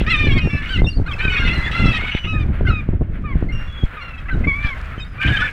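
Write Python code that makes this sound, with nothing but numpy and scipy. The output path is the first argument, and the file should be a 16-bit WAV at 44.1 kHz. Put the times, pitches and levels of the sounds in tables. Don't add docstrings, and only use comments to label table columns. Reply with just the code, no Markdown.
import sys
import numpy as np
from scipy import signal
from scipy.fft import rfft, irfft, next_fast_len
from scipy.io import wavfile
from scipy.ndimage import uniform_filter1d

SR = 44100
rng = np.random.default_rng(int(sys.argv[2]) if len(sys.argv) > 2 else 0)


def wav_record(signal):
    frames = np.transpose(np.atleast_2d(signal))
    bounded = np.clip(frames, -1, 1)
    quanta = np.round(bounded * 32767).astype(np.int16)
    wavfile.write(sys.argv[1], SR, quanta)


N = 243431
TIME = np.arange(N) / SR

# time_s, level_db
BREEZE_LEVEL = [(0.0, -19), (0.37, -22.5), (0.57, -26), (1.14, -24.5), (1.83, -23), (1.98, -23),
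                (2.2, -31.5), (2.34, -18), (2.54, -22), (2.74, -22.5), (3.38, -21.5), (3.98, -35.5),
                (4.15, -30), (4.49, -23), (4.7, -29), (5.24, -29.5), (5.41, -21), (5.52, -32)]
# start_s, length_s, level_db
GUSTS = [(0.009, 0.0505, -15.5), (0.203, 0.201, -13), (0.426, 0.0807, -13), (0.528, 0.054, -13.5),
         (0.756, 0.1428, -14), (0.958, 0.091, -14.5), (1.245, 0.0358, -17.5), (1.391, 0.18, -16.5),
         (1.572, 0.052, -15), (1.788, 0.1476, -13), (2.241, 0.0424, -13), (2.323, 0.218, -15),
         (2.601, 0.16, -13.5), (2.902, 0.083, -16), (3.011, 0.0278, -7.5), (3.281, 0.302, -18.5),
         (3.823, 0.0405, -16), (4.324, 0.192, -15.5), (5.241, 0.1106, -14)]
BREEZE_DB, PUFF_DB = 1.5, 0
PUFF_RISE_S, PUFF_FALL_S = 0.0067, 0.02966
# frequency_hz, relative_level_db
RUMBLE_COLOUR = [(8.8, -41.5), (15, 6.5), (33, 2), (73, 0.5), (300, -23.5), (390, -45), (660, -120)]
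# frequency_hz, relative_level_db
FLUTTER_COLOUR = [(60,1),(115,7),(230,-1),(340,-6.5),(450,-14.5),(700,-20),(1400,-39.5),(3000,-85.5)]
# time_s, level_db
SPRAY_LEVEL = [(0.04, -74.5), (0.11, -75), (0.63, -72.5), (0.74, -68.5), (1.06, -81), (1.12, -71),
               (1.88, -65.5), (2.65, -88), (2.68, -75), (2.96, -95.5), (3.86, -77), (3.93, -86),
               (4.71, -73), (5.19, -82), (5.22, -63.5), (5.5, -66.5)]
# frequency_hz, relative_level_db
SPRAY_SPECTRUM = [(900,10.5),(2300,15.5),(4000,16),(6000,7.5),(8500,4),(11000,-3.5),(15500,-9)]
# time_s, level_db
SHORE_LEVEL = [(0,-43),(.6,-40),(1,-48),(1.5,-35.5),(2.2,-45),(2.6,-43),(3.1,-51.5),(3.5,-39),(3.85,-39.5),(4.3,-44),(4.8,-37),(5.1,-44.5),(5.52,-33.5)]
# frequency_hz, relative_level_db
SHORE_SPECTRUM = [(200,-16),(500,2),(900,-2.5),(1400,8),(2300,2.5),(3200,-8),(4200,-20),(5500,-37),(9000,-35)]
# frequency_hz, relative_level_db
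THROAT_COLOUR = [(500,-37),(900,-17.5),(1200,-3.5),(1600,4.5),(2600,-0.5),(3600,-7),(4300,-15),(4900,-26.5),(5600,-22),(6600,-40),(8000,-34.5),(10000,-52),(15000,-59.5)]
# strain_0_to_1, half_tones_db, roughness_0_to_1
VOICE_BREAKUP = [(0,-33,.02),(.3,-17,.07),(.5,-5,.13),(.7,0,.3),(1,0,.8)]
# start_s, length_s, time_to_crest_s, crest_pitch_hz, late_pitch_hz (before the droop),
# crest_level_db, level_change_after_crest_db, crest_strain_0_to_1, late_strain_0_to_1,
# throat_resonance_hz, treble_db
SQUAWKS = [ (0, 0.0645, 0.00366, 1375, 1184, -25.5, -26.5, 0.81, 1, 2812, 3),
           (0.33, 0.163, 0.0762, 1249, 1213, -29, -10.5, 0.49, 0.58, 2470, 2),
           (0.496, 0.184, 0.012, 1164, 1144, -28, -7, 0.43, 1, 2123, -1.5),
           (0.618, 0.085, 0.0424, 1477, 1383, -31, -5, 0.8, 0.75, 2494, 1),
           (0.689, 0.0908, 0.0344, 1571, 1325, -25, 4, 0.41, 0.39, 2820, 6.5),
           (0.774, 0.0412, 0.0222, 1035, 1089, -25.5, -6.5, 0.55, .15, 1983, 3),
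           (1.061, 0.028, 0.0125, 1427, 1760, -28, -3.5, 0.36, 0.73, 1490, 1.5),
           (1.079, 0.0695, 0.0043, 1264, 1031, -32, -1, 0.07, 0.12, 1774, 0.5),
           (1.2, .163, 0.0435, 1545, 1454, -25.5, 3, 0.47, 0.5, 1791, 4),
           (1.3, 0.1925, 0.0543, 1131, 1008, -26, 2, 0.49, 0.71, 2205, 4.5),
           (1.363, 0.033, 0.0136, 1081, 1085, -25, -14.5, 0.1, .4, 2200, -10.5),
           (1.391, 0.1175, 0.0107, 1406, 1449, -24, -2, 0.38, 0.69, 3203, -1),
           (1.473, 0.1014, 0.00755, 1305, 1458, -19, -10.5, 0.65, 0.48, 2526, 2),
           (1.531, 0.1745, 0.0798, 1380, 1347, -27, 0, 0.8, 0.88, 1843, 2.5),
           (1.661, 0.028, 0.0081, 1900, 1600, -22.5, -3, 0.38, .5, 1810, -12.5),
           (1.727, 0.183, 0.029, 1377, 1390, -25, -4, 0.53, 0.66, 1667, 2.5),
           (1.927, 0.0617, 0.01125, 1282, 1253, -22, 0.5, 0.47, 0.71, 1920, 6),
           (1.968, 0.2309, 0.0857, 1478, 1458, -25, -2.5, 0.79, 0.95, 2535, -3),
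           (2.238, 0.0462, 0.0157, 1409, 1374, -25.5, -15, 0.76, 0.6, 2700, -5),
           (2.267, 0.173, 0.0281, 1295, 1195, -28, -5.5, 0, 0.44, 2803, 1),
           (2.338, 0.062, 0.022, 1810, 1481, -34, -11, 0.16, .1, 1730, -11),
           (2.65, 0.0668, 0.0124, 1568, 1330, -26.5, 6.5, 0.26, 0.14, 1486, 0),
           (2.666, 0.0357, 0.0143, 1405, 1468, -25, -9.5, 0.53, 0.26, 2332, -0.5),
           (2.691, 0.1213, 0.0225, 1293, 1209, -30.5, 2.5, 0.35, 0, 2304, -1),
           (3.238, 0.1044, 0.01106, 1240, 1026, -33.5, -1, 0.4, 0.21, 1150, -12.5),
           (3.968, 0.075, 0.00434, 1272, 1005, -32.5, -6.5, 0, 0, 1600, -8.5),
           (4.255, 0.025, 0.0064, 1087, 1221, -35, -6, 0.5, 0.28, 1480, -16.5),
           (4.282, 0.0223, 0.00644, 1334, 1382, -29.5, 6, 0.76, 0.74, 1390, -16),
           (4.302, 0.0459, 0.0056, 1565, 1459, -25.5, -3.5, 0.26, 0.24, 1500, -18),
           (4.437, 0.01985, 0.0142, 1059, 1080, -26.5, 8.5, 0.54, 0.06, 2070, -9),
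           (4.625, 0.092, 0.034, 1695, 1591, -31.5, -4, .9, 0.77, 1580, 7),
           (4.937, 0.0243, 0.0115, 1309, 1396, -35, -6.5, 0, .2, 1350, -15),
           (5.178, 0.0628, 0.0268, 1217, 1143, -31, 10, 0, 0.16, 2724, -6),
           (5.209, 0.0786, 0.02314, 1172, 1217, -23, 3, 0.81, 0.89, 2540, -5),
           (5.274, 0.0565, 0.009, 1558, 1459, -20, -7, 0.86, 0.51, 2990, -7.5),
           (5.31, 0.195, 0.0456, 1243, 1134, -28, 1, 0.98, 0.84, 2355, -7),
           (5.386, 0.039, 0.00533, 1310, 1131, -27.5, 8, 0.39, 0.64, 1197, 4.5),
           (5.387, 0.087, 0.0573, 1741, 1773, -23, 0, 0.31, 0.27, 1600, 6.5),
           (5.417, 0.0264, 0.0111, 1487, 1561, -14.5, -10, 0.47, 0.49, 1410, -26.5)]
SCOOP, SWELL_DB = 0.07193, 6
RELEASE_S, RELEASE_DB, DROOP = 0.0208, 7, 0.061
# start_s, peak_db, length_of_push_s
EDDIES = [(0.014, -2.5, 0.00179), (0.27, -2.5, 0.00203), (0.474, -8, 0.00192), (0.819, -2, 0.00147),
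          (0.844, -10, 0.00094), (0.999, -3.5, 0.00233), (1.252, -6, 0.00269), (1.281, -6.5, 0.0035),
          (1.856, 0, 0.00262), (2.15, -3.5, 0.00233), (2.61, -2.5, 0.00185), (2.889, -0.5, 0.0028),
          (2.934, -15.5, 0.00187), (3.011, -5.5, 0.00215), (3.355, -1, 0.00374), (3.426, -3, 0.00205),
          (3.836, -1, 0.0047), (4.469, -4, 0.0028), (4.647, -5.5, 0.0063), (4.979, -13, 0.00243)]
# (time_s, pitch_hz, level_db, strain_0_to_1)
LONG_WAILS = [ (2540, 2.5, [(.063,1174,-24.5,0.59),(.11,1398,-16,0.55),(.148,1228,-15.5,0.43),(.175,1188,-24,0.47),(.197,1223,-16.5,0.45),(.255,1185,-20.5,0.4),(.275,1190,-24.5,0.76),(.328,1067,-22.5,0.42),(.355,1122,-34,0.3),(.38,1075,-18.5,0.29),(.398,991,-28,0.41)]),
              (2470, -2, [(1.18,1220,-39,0.72),(1.207,1184,-18,0.75),(1.232,1274,-33.5,0.89),(1.253,1255,-17.5,0.46),(1.273,1309,-42,0.42),(1.283,1194,-14.5,0.2),(1.305,1283,-34,0.68),(1.368,1253,-20.5,0.67),(1.39,1222,-16.5,0.2)]),
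              (2700, 4.5, [(1.712,1310,-27,0.82),(1.81,1383,-24.5,0.56),(1.86,1333,-22,0.46),(1.91,1327,-20.5,0.54),(1.975,1226,-27,0.82)]),
              (1600, -1.5, [(5.2,1498,-29,.2),(5.228,1600,-22.5,0.53),(5.282,1558,-23,0.59),(5.31,1690,-28,0.55),(5.35,1661,-21,0.54),(5.378,1531,-16,0.46),(5.388,1530,-29.5,0.6)]),
              (2080, -11.5, [(4.471,1127,-19,0),(4.495,1141,-15,0),(4.52,1087,-20.5,0),(4.56,1144,-24,0),(4.62,1180,-30,0.34),(4.652,1184,-22.5,0.43),(4.69,1152,-27,0),(4.742,1023,-30,0)])]
# start_s, length_s, first_pitch_hz, last_pitch_hz, warble_share_of_pitch,
# level_db, level_change_db, overtone_db
YOUNG_WHISTLES = [ (0.376, 0.022, 4554, 4683, 0, -39.5, -5, -31.5),
                  (0.412, 0.1827, 2832, 2600, 0.0058, -32.5, 1, -22),
                  (0.843, 0.0254, 3624, 3540, 0.012, -27, -5, -39),
                  (0.864, 0.0389, 2696, 2837, 0, -23.5, -4, -17),
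                  (0.897, 0.0897, 4480, 4500, 0.06, -42, -3, -25),
                  (1.111, 0.0186, 3208, 3120, 0.0078, -30, 0.5, -41),
                  (1.129, 0.0192, 2726, 2500, 0, -28, -3, -19.5),
                  (1.55, 0.075, 4057, 4050, 0.0047, -38.5, -2, -23.5),
                  (1.633, 0.059, 3280, 3580, 0.014, -33.5, -1.5, -27.5),
                  (2.11, 0.221, 3009, 2896, 0.0028, -35, -4.5, -22.5),
                  (3.485, 0.0359, 2075, 2130, 0.0065, -33.5, -1, -26),
                  (3.52, 0.024, 2760, 2830, 0.0051, -35, -5.5, -16),
                  (3.542, 0.178, 2788, 2790, 0.00019, -36, -18, -19),
                  (3.671, 0.1747, 3404, 3300, 0.009, -50, 14.5, -33.5),
                  (4.31, 0.042, 4060, 3800, 0.0073, -50, 0, -30),
                  (4.976, 0.036, 3092, 3090, 0.00079, -44.5, 6.5, -23),
                  (4.996, 0.0306, 2540, 2470, 0.005, -36.5, -5.5, -14),
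                  (5.002, 0.0411, 3696, 3725, 0.0107, -45.5, 12, -23.5),
                  (5.318, 0.0662, 3586, 3630, 0.009, -37.5, 5.5, -36)]
WARBLE_HZ = 19.13
PEEP_EDGE_S, PEEP_EDGE_DB = 0.0063, 21
WARBLING_TONE = (1, 1.0823, 865.5, 791, 1, -42.5, 5.5, -29.5)
CHATTERED_SQUAWKS = [(3.996, .22, .035, 1406, 1267, -34.5, -1.15, 0.366, 0.49, 2510, 1)]
# start_s, length_s
CHATTER_BEATS = [(4.002, 0.027), (4.019, 0.0248), (4.042, 0.0289), (4.065, 0.063), (4.128, 0.0363),
                 (4.175, 0.0272)]
# time_s, pitch_hz, level_db
FAR_BIRD = [(5.044, 4370, -55), (5.07, 5070, -67), (5.125, 4940, -66), (5.19, 4480, -71.5)]
PEAK_LIMIT, TOP_HZ = .82, 15700


def undb(db):
    return 10 ** (np.asarray(db) / 20)


def unit(x):
    return x / np.sqrt(np.mean(x ** 2) + 1e-18)


def curves(rows, t):
    s, *columns = np.transpose(rows)
    return [np.interp(t, s, c) for c in columns]


def gain_at(points, hz):
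    f, db = np.transpose(points)
    return undb(np.interp(np.log(hz + 1e-9), np.log(f), db))


def noise(response, size):
    n = next_fast_len(size)
    hz = np.arange(n // 2 + 1) * SR / n
    spectrum = rfft(rng.standard_normal(n)) * response(hz)
    return unit(irfft(spectrum, n)[:size])


def coloured(points):
    return noise(lambda f: gain_at(points, f), size=N)


def waver(rate_hz, size):
    return noise(lambda f: 1 / (1 + (f / rate_hz) ** 4), size=size)


def wind_level():
    gain = undb(curves(BREEZE_LEVEL, TIME)[0] + BREEZE_DB)
    for start_s, length_s, db in GUSTS:
        rise = np.clip((TIME - start_s) / PUFF_RISE_S, 0, 1)
        fall = np.clip((start_s + length_s - TIME) / PUFF_FALL_S, 0, 1)
        gain = np.maximum(gain, undb(db + PUFF_DB) * rise * fall)
    return 20 * np.log10(gain)


def wind(rumble_db=-1, flutter_db=-10, steepness=0.615, eddy_db=3.0):
    gust_db = wind_level()
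    rumble = coloured(RUMBLE_COLOUR) * undb(rumble_db)
    bursts = undb(eddy_db * waver(39, size=N))
    flutter = unit(coloured(FLUTTER_COLOUR) * bursts)
    extra_db = steepness * (gust_db - np.mean(gust_db))
    return (rumble + flutter * undb(flutter_db + extra_db)) * undb(gust_db)


def spray(spray_db=19, drop_db=3.5):
    crackle = unit(coloured(SPRAY_SPECTRUM) * undb(drop_db * waver(180, size=N)))
    return crackle * undb(curves(SPRAY_LEVEL, TIME)[0] + spray_db)


def shore_wash(lap_db=3.0):
    wash = coloured(SHORE_SPECTRUM) * undb(lap_db * waver(12.94, size=N))
    return wash * undb(curves(SHORE_LEVEL, TIME)[0])


def span(rows, edge_s=0.004):
    i = np.arange(int(rows[0][0] * SR), min(int(rows[-1][0] * SR), N))
    from_edge = np.minimum(i - i[0], i[-1] - i)
    return i, np.sin(np.pi / 2 * np.clip(from_edge / (edge_s * SR), 0, 1))


def throat_gain(f, throat_hz, treble_db, width_hz=500, boost_db=10, shadow=0.62):
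    resonance = 1 + undb(boost_db) / (1 + (2 * (f - throat_hz) / width_hz) ** 2)
    turned_db = treble_db * np.clip((f - 2500) / 1000, 0, 1)
    shadow_db = shadow * min(treble_db, 0) * np.clip((f - 4200) / 1200, 0, 1)
    return gain_at(THROAT_COLOUR, f) * resonance * undb(turned_db + shadow_db)


def cry(throat_hz, treble_db, rows, rasp_db=-1, fade_db=3, easy_db=4, press_db=9, push=0.76,
        rattle_db=2, growl_db=3.5, growl_share=.19):
    i, gate = span(rows)
    n = len(i)
    hz, db, strain = curves(rows, i / SR)
    half_db, rough = curves(VOICE_BREAKUP, strain)

    def throat(f):
        return throat_gain(f, throat_hz, treble_db)

    quaver = (.002 + .018 * rough) * waver(45, size=n)
    jitter = .06 * rough * waver(350, size=n)
    hz = hz * (1 + quaver + jitter)
    phase = 2 * np.pi * np.cumsum(hz) / SR
    k = np.arange(1, 19)[:, None] / 2
    fading = undb(fade_db * (1.0 + strain) * np.array([waver(32, size=n) for _ in k]))
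    half_tones = np.where(k % 1 > 0, undb(half_db), 1)
    partials = throat(k * hz) * half_tones * fading
    fundamental_db = easy_db - press_db * strain - push * (db - np.mean(db))
    partials = partials * np.where(k == 1, undb(fundamental_db), 1)
    offsets = rng.uniform(0, 2 * np.pi, k.shape)
    power = uniform_filter1d(np.sum(partials ** 2, axis=0) / 2, size=900)
    voice = np.sum(partials * np.sin(k * phase + offsets), axis=0) / np.sqrt(power)
    rasp = noise(throat, size=n) * (1 + np.cos(phase / 2)) * rough * undb(rasp_db)
    growl_hz = growl_share * hz * (1 + waver(41, size=n) / 10)
    growl = np.cos(2 * np.pi * np.cumsum(growl_hz) / SR)
    bursts_db = rattle_db * waver(92, size=n)
    rattle = unit(undb(np.sqrt(rough) * (bursts_db + growl_db * growl)))
    out = np.zeros(N)
    out[i] = (voice + rasp) * rattle * gate * undb(db) / np.sqrt(1 + rough ** 2)
    return out


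def arch(start_s, length_s, crest_s, crest_hz, late_hz, db, change_db, strain, late_strain):
    t = np.linspace(0, length_s, num=64)
    after_s = max(length_s - crest_s, 1e-3)
    early = np.clip(1 - t / crest_s, 0, 1) ** 2
    late = np.clip((t - crest_s) / after_s, 0, 1)
    ending = np.clip(1 - (length_s - t) / min(RELEASE_S, after_s / 2), 0, 1) ** 2
    hz = (crest_hz + (late_hz - crest_hz) * late) * (1 - SCOOP * early - DROOP * ending)
    level_db = db + change_db * late - SWELL_DB * early - RELEASE_DB * ending
    strains = np.clip(strain + (late_strain - strain) * late, 0, 1)
    return np.column_stack([start_s + t, hz, level_db, strains])


def squawk(row):
    *course, throat_hz, treble_db = row
    return cry(throat_hz, treble_db, arch(*course))


def thumps(thump_db=-3, rise=0.463):
    out = np.zeros(N)
    for start_s, db, length_s in EDDIES:
        u = TIME[:SR // 10] / length_s
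        push = (1 - np.exp(-(u / rise) ** 2)) * (1 - u) * np.exp(-u)
        start = max(int(start_s * SR), 0)
        out[start:start + len(u)] += undb(db + thump_db) * push / np.max(np.abs(push))
    return out


def whistle(overtone_db, rows, tremble_db=2):
    i, gate = span(rows)
    hz, db = curves(rows, i / SR)
    unsteady_hz = hz * (1 + .004 * waver(150, size=len(i)))
    phase = 2 * np.pi * np.cumsum(unsteady_hz) / SR
    tone = sum(undb(overtone_db * k) * np.sin((k + 1) * phase) for k in range(3))
    tremble = tremble_db * waver(71, size=len(i))
    out = np.zeros(N)
    out[i] = np.sqrt(2) * tone * gate * undb(db + tremble)
    return out


def peep(start_s, length_s, first_hz, last_hz, warble, db, change_db, overtone_db):
    u = np.linspace(0, 1, num=64)
    t = u * length_s
    glide_hz = first_hz + (last_hz - first_hz) * u
    hz = glide_hz * (1 + warble * np.sin(2 * np.pi * WARBLE_HZ * t))
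    edge = np.clip(1 - np.minimum(t, length_s - t) / PEEP_EDGE_S, 0, 1) ** 2
    level_db = db + change_db * u - PEEP_EDGE_DB * edge
    return whistle(overtone_db, np.column_stack([start_s + t, hz, level_db]))


def warbling_tone():
    return peep(*WARBLING_TONE)


def chatter(row):
    beats = np.zeros(N)
    for start_s, length_s in CHATTER_BEATS:
        beats += np.sin(np.pi * np.clip((TIME - start_s) / length_s, 0, 1))
    return squawk(row) * beats


def far_whistle():
    return whistle(-11.5, FAR_BIRD)


def lakeside(x, bounce_s=0.0023787, bounce=0.14, t60_s=0.12, echo_db=-18):
    t = TIME[:SR]
    scatter = noise(lambda f: 1 / (1 + (f / 3500) ** 2), size=SR)
    tail = scatter * undb(-60 * t / t60_s) * (1 - np.exp(-t / 0.048))
    echo = signal.fftconvolve(x, tail / np.linalg.norm(tail))[:N]
    reflection = np.interp(TIME - bounce_s, TIME, x)
    return x + bounce * reflection + undb(echo_db) * echo


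def scene():
    lake = wind() + spray() + shore_wash() + thumps()
    adults = sum(map(squawk, SQUAWKS)) + sum(cry(*wail) for wail in LONG_WAILS)
    adults = adults + sum(map(chatter, CHATTERED_SQUAWKS))
    whistles = sum(peep(*row) for row in YOUNG_WHISTLES) + warbling_tone() + far_whistle()
    return (lake + lakeside(adults + whistles))[None]


def record(dry):
    rounded = dry / (1 + (dry / PEAK_LIMIT) ** 6) ** (1 / 6)
    return signal.sosfilt(signal.ellip(8, .2, 70, TOP_HZ, fs=SR, output="sos"), rounded)


dry = scene()
out = record(dry)
wav_record(out)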